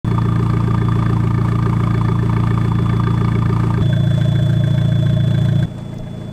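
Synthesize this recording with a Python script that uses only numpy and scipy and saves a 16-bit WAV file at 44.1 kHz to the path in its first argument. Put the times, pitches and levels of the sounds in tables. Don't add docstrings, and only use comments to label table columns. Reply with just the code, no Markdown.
import sys
import numpy as np
from scipy import signal
from scipy.fft import rfft, irfft
from scipy.io import wavfile
from scipy.ndimage import uniform_filter1d, map_coordinates

SR = 44100
rng = np.random.default_rng(int(sys.argv[2]) if len(sys.argv) > 2 else 0)


def invert_db(level):
    return 10 ** (np.asarray(level, dtype=float) / 20)


def output_pcm(signal):
    pcm = np.clip(np.atleast_2d(signal).T, -1, 1) * 32767
    wavfile.write(sys.argv[1], SR, np.round(pcm).astype(np.int16))


N = 279020

# start t/s, end t/s, part of the four-stroke cycle done at the start [cycles]
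SPOTS = [
    (.0456, 3.8165, .2673),
    (3.8165, 5.656, .0250),
    (5.656, 6.33, .0153),
]
FADE_S = [0.000085, 0.0013, .008]

IDLE_RPM = [853.65, 850.65, 842.75]
# t/s, speed lost [rpm], spread t/s
STUMBLES = [
    [(.104, -7.6, .061), (1.271, 7.2, .088), (1.939, 5.4, .172), (2.836, 7.8, .085), (3.415, 2.6, .191)],
    [(3.6, 5, .75), (5.273, 5.4, .106)],
    [],
]
# level/dB at the start, level/dB at the end
LOAD_DB = [(-.5, 0.8), (-1, -0.5), (0, -5)]

# f/Hz, level/dB per Hz; then its rms level/dB at each spot
RUMBLE = [(30, 0), (60, 18), (120, 22.5), (200, 25.5), (270, 2), (450, -27.5)]
RUMBLE_DB = [-33, -32, -41.5]
# f/Hz, level/dB per Hz; then its rms level/dB at each spot
BAY_NOISE = [
    [(300, -2.5), (420, -5.5), (500, -8.5), (620, -8.5), (1190, -5.5), (1400, -12.5), (3000, -24.5),
     (5000, -31.5), (6500, -33.5), (8300, -30), (9000, -33), (10000, -43), (12500, -40), (15600, -58)],
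    [(285, -9.5), (340, 5), (430, -12), (520, -4), (700, -3), (800, -12.5), (1690, -14), (2800, -27),
     (4500, -29.5), (6500, -29.5), (8300, -27.5), (9000, -33), (10000, -42.5), (12500, -40), (15600, -54)],
    [(300, -2), (420, -5.5), (700, -9.5), (1610, -21.5), (3200, -31), (6500, -35), (8300, -32), (9000, -36),
     (10000, -47), (12500, -44), (15600, -62)],
]
BAY_NOISE_DB = [-34.5, -36, -40]
BAY_THROB_DB = [1, 2, 0.5]
# level/dB above the first split, level/dB above the second
TOP_THROB_DB = [(0.79, 2.4), (0.88, 3.5), (.5, 1.5)]
SPLIT_HZ = 4000, 9800

# rms level/dB at the start, rms level/dB at the end
WHINE_DB = [(-48, -45.5), (-38.5, -41.5), (-53, -52)]
# t/s, loss level/dB, spread t/s
WHINE_NULLS = [(.55, 4.5, .15), (1.3, 9, .12), (1.7, 7, .13), (2.35, 4.5, .2), (3.6, 9.5, .15),
               (4.53, 7, .012), (5.52, 7, .012)]
# f/Hz, width f/Hz, level/dB at each of the three spots
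WHISTLES = [
    (5980, 120, -74, -69, -78),
    (11980, 130, -75, -69, -77),
]
WHINE_HZ, WHINE_SAG_HZ_PER_S = 3449, .6

# t/s, peak level/dB, f/Hz, t60 t/s, share of bright snap [0-1]
LATCH = [(5.7813, -43, 7800, .04, .05), (5.781, -38, 1700, .05, .01), (5.799, -39.5, 3500, 0.046, .02),
         (5.9419, -38, 7540, .015, .9), (5.982, -39, 6000, .015, .5), (5.9852, -35, 5250, .015, .02)]
# t/s, length t/s, f/Hz, peak level/dB
DOOR_PUSH = (5.965, .11, 27, -27)

# f/Hz, start [cycles], length t/s, peak level/dB; then its level/dB at each spot
BUZZ = [
    [(385, .747, .040, 0), (375, .12, .05, -9)],
    [(622, .05, .044, 0), (622, .52, .05, 1), (610, .36, .02, -8), (610, .86, .02, -10)],
    [(625, .34, .055, -1), (625, .85, .055, -1)],
]
BUZZ_DB = [-21.5, -28, -35]

# rise t/s, decay t/s, rasp level/dB, hiss level/dB
PUFF = [
    (.0012, 0.0069, -31.5, -43.5),
    (.004, 0.01, -37.5, -48.5),
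    (.004, 0.011, -51, -53.5),
]
FIRST_PUFF = [.228, .045, .12]
# f/Hz, level/dB per Hz
PUFF_HISS = [(300, -39), (600, 1), (1500, -3), (3000, -9), (6000, -23.5), (8500, -55), (10000, -46),
             (15600, -44)]
# f/Hz, width f/Hz, level/dB, accent of the strong cylinders level/dB
TAILPIPE = [
    [(608, 68, -12, -1.5), (915.5, 80, -3.5, 6.5), (1033, 79, -5, 11), (1194, 120, 1.5, 1),
     (1578, 125, -11, 7.5), (1756, 130, -9, 6), (2229, 170, -11, 1.5), (2810, 280, -26.5, 0),
     (4290, 300, -26.5, 3), (4710, 260, -25, -0.5)],
    [(382, 130, 5.5, -4.5), (889, 55, -5, 15), (1058, 40, -3, 0), (1386, 94, -16.5, -3),
     (1567, 300, 5.5, 5), (1720, 125, -3.5, 2.5), (1880, 140, -9, 9), (2215, 120, -7.5, 7),
     (3180, 1100, -3.5, 0.5), (3940, 270, -8.5, 1.5)],
    [(393, 110, 2, -5), (880, 380, 2, 9), (1640, 170, 2, 12), (2050, 110, -1, 2), (2340, 98, -10, 6)],
]
# (pipe tones under 1.3 kHz), (those above)
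STRONG = [((1.3, -1, .5, -1), (-1, 1, 1, -1)), ((-1, -1, 1, .3), (.5, -1, -1, 1)), ((0, -1, 0, 1),
          (0, -1, 0, 1))]
LOW_LEAD_S = [.0035, .002, .002]
SPREAD_S = .003

# multiple of the firing rate, level/dB at each of the three spots
NOTE = [(1, -21, -19, -12), (2, -13, -17, -13), (3, -12, -15, -13), (4, 0, 0, 0), (5, -7, -1, -2),
        (6, -6, -5, -3), (7, -12, -16, -6), (8, -17, -23, -8), (9, -23, -29, -16), (10, -25, -34, -21),
        (11, -15, -20, -17), (12, -30, -29, -27), (15, -30, -31, -19)]
# multiple, level/dB at each of the three spots
UNEVEN = [(4.5, -31, -28, -26), (5.5, -21, -17, -20), (6.5, -29, -27, -28), (7.5, -31, -35, -22),
          (8.5, -23, -26, -14), (10.5, -28, -45, -29), (11.5, -31, -24, -16), (12.5, -40, -32, -22)]
UNEVEN_TURN = [-1, 2.2, 1.4]
PULSE = [(-.4, -1.4, 1, -.2), (-1.9, -1.7, -1.4, 0), (1.2, -1.4, 5.2, -.4)]
PIPE_NODES = [(2.5, 6.7, 8.7), (2.5, 6.7), (6.7, 8.7)]
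NOTE_DB = [-17.5, -17.5, -32]


def rms_one(x):
    return x / np.sqrt(np.mean(x ** 2) + 1e-20)


def coloured(spectrum, size):
    hz, level_db = np.transpose(spectrum)
    f = np.arange(1, size // 2 + 2) * SR / size
    shape = invert_db(np.interp(np.log(f), np.log(hz), level_db))
    shape = shape * np.minimum(f / hz[0], 1) ** 3
    return rms_one(irfft(rfft(rng.standard_normal(size)) * shape, size))


def drift(rate, size):
    knots = rng.standard_normal(int(size / SR * 40) + 3)
    return map_coordinates(knots, [np.arange(size) / SR * min(rate, 39)], order=2)


def resonance(x, hz, width):
    r = np.exp(-np.pi * width / SR)
    gain = (1 - r * r) / 2
    return signal.lfilter([gain, 0, -gain], [1, -2 * r * np.cos(2 * np.pi * hz / SR), r * r], x)


def dips(rows, t):
    return sum((depth * np.exp(-((t - s) / spread) ** 2 / 2) for s, depth, spread in rows), 0 * t)


def ramp(ends, t):
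    return np.linspace(*ends, len(t))


def yard_rumble(size, spot):
    return invert_db(RUMBLE_DB[spot]) * coloured(RUMBLE, size)


def bay_noise(firing, spot):
    noise = coloured(BAY_NOISE[spot], len(firing))
    low, most = (signal.sosfiltfilt(signal.butter(2, hz, fs=SR, output="sos"), noise) for hz in SPLIT_HZ)
    beat = np.cos(2 * np.pi * (firing - .2))
    luck = rng.standard_normal(int(firing.max()) + 2)
    uneven = 1 + .3 * luck[np.round(firing + .3).astype(int)]
    high_db, top_db = (depth_db * ((beat + 1) * uneven - 1) for depth_db in TOP_THROB_DB[spot])
    layers = low + invert_db(high_db) * (most - low) + invert_db(top_db) * (noise - most)
    wander = invert_db(1.0 * drift(14, len(firing)))
    return wander * invert_db(BAY_NOISE_DB[spot] + BAY_THROB_DB[spot] * beat) * layers


def pump(t, spot):
    nulls = [row for row in WHINE_NULLS if t[0] < row[0] < t[-1]]
    level_db = ramp(WHINE_DB[spot], t) - dips(nulls, t) + 1.1 * drift(36, len(t))
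    hz = WHINE_HZ - WHINE_SAG_HZ_PER_S * t + 1.2 * drift(20, len(t))
    out = np.sqrt(2) * invert_db(level_db) * np.sin(2 * np.pi * np.cumsum(hz) / SR)
    for hz, width, *spot_db in WHISTLES:
        air = resonance(resonance(rng.standard_normal(len(t)), hz, width), hz, width)
        out += invert_db(spot_db[spot]) * rms_one(air)
    return out


def door():
    t, out = np.arange(N) / SR, np.zeros(N)
    tail = np.arange(2000) / SR
    for s, peak_db, hz, t60, bright in LATCH:
        at = round(s * SR)
        spit = rng.standard_normal(2000) * invert_db(-60 * tail / t60)
        body = resonance(resonance(spit, hz, 3000), hz, 3000)
        snap = resonance(spit ** 3, 13000, 5000) / 3
        tick = body + bright * snap
        out[at:at + 2000] += invert_db(peak_db) * tick / np.abs(tick).max()
    s, length, hz, peak_db = DOOR_PUSH
    swell = np.sin(np.pi * np.clip((t - s) / length, 0, 1)) ** 2
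    return out + invert_db(peak_db) * swell * np.sin(2 * np.pi * hz * (t - s))


def panel_buzz(cycle, seconds, spot):
    out = 0
    for hz, start, length, peak_db in BUZZ[spot]:
        turn = cycle - start + 1
        since = turn % 1 * seconds
        luck = rng.standard_normal((int(turn.max()) + 1, 3))[turn.astype(int)]
        swell = np.sin(np.pi * np.clip(since / length, 0, 1) ** 0.58) ** 2
        pitch = hz * (1 + .01 * luck[:, 1])
        tone = np.sin(2 * np.pi * pitch * since + .4 * luck[:, 2])
        out = out + invert_db(peak_db + 1.2 * luck[:, 0]) * swell * tone
    return invert_db(BUZZ_DB[spot]) * out


def puffs(firing, seconds, flow, spot):
    rise, decay, rasp_db, hiss_db = PUFF[spot]
    number, since = firing.astype(int), firing % 1 * seconds / 4
    gate = (1 - np.exp(-since / rise)) * np.exp(-since / decay)
    gate = gate * (0.46 + np.maximum(rms_one(flow), 0))
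    luck = rng.standard_normal((number.max() + 1, len(TAILPIPE[spot]) + 1))
    shared_db = 1.6 * luck[number, 0]
    rasp, t = 0, np.arange(len(firing)) / SR
    for k, (hz, width, level_db, accent_db) in enumerate(TAILPIPE[spot]):
        own_luck = luck[number, k + 1]
        accent = np.array(STRONG[spot][hz > 1300])[number % 4]
        strength_db = accent_db * accent + shared_db + min(hz / 700, 3) * own_luck
        shed = .3 * np.sin(2 * np.pi * hz * t + 9 * own_luck)
        noise = rng.standard_normal(len(t))
        swell = uniform_filter1d(gate * invert_db(strength_db), round(SPREAD_S * SR))
        burst = swell * (noise + shed) + .13 * noise
        if hz < 1300:
            burst = np.roll(burst, -round(LOW_LEAD_S[spot] * SR))
        ring = resonance(resonance(burst, hz, 1.6 * width), hz, width)
        rasp = rasp + invert_db(level_db) * rms_one(ring)
    hiss = gate * invert_db(shared_db) * coloured(PUFF_HISS, len(t))
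    return invert_db(rasp_db) * rms_one(rasp) + invert_db(hiss_db) * rms_one(hiss)


def exhaust_note(cycle, spot):
    step, smear, upper_step, upper_smear = PULSE[spot]
    out = 0
    for k, *spot_db in NOTE + UNEVEN:
        low = min(k, 7)
        phase = step * (low - 4) + smear * (low - 4) * (low - 5) / 2
        phase += upper_step * (k - low) + upper_smear * (k - low) ** 2
        phase += np.pi * sum((k > node) != (4 > node) for node in PIPE_NODES[spot])
        phase += UNEVEN_TURN[spot] * (k % 1 > 0)
        level_sway, phase_sway = drift(9.0, len(cycle)), drift(7.0, len(cycle))
        loose = .06 + .01 * abs(k - 4) ** 1.5
        wave = np.cos(8 * np.pi * k * cycle + phase + loose * phase_sway)
        out = out + invert_db(spot_db[spot] + 2.1 * loose * level_sway) * wave
    return invert_db(NOTE_DB[spot]) * np.sqrt(2) * out


def scene():
    out = door()
    for spot, (start, end, done) in enumerate(SPOTS):
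        stop = end + .001
        i = np.arange(round(start * SR), min(round(stop * SR), N))
        t = i / SR
        rpm = IDLE_RPM[spot] - dips(STUMBLES[spot], t)
        cycle = done + np.cumsum(rpm) / 120 / SR
        seconds = 120 / rpm.mean()
        firing = 4 * (cycle - FIRST_PUFF[spot] + 1)
        background = yard_rumble(len(t), spot) + bay_noise(firing, spot) + pump(t, spot)
        buzz = panel_buzz(cycle, seconds, spot)
        note = exhaust_note(cycle, spot)
        rasp = invert_db(ramp(LOAD_DB[spot], t)) * puffs(firing, seconds, note, spot)
        fade = np.clip(np.minimum((t - start) / FADE_S[spot], (stop - t) / .001), 0, 1)
        out[i] += fade * (background + buzz + rasp + note)
    return out[None]


def low_pass(x):
    return signal.sosfilt(signal.butter(12, 15710, fs=SR, output="sos"), x)


def record(dry):
    return low_pass(dry)


dry = scene()
out = record(dry)
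output_pcm(out)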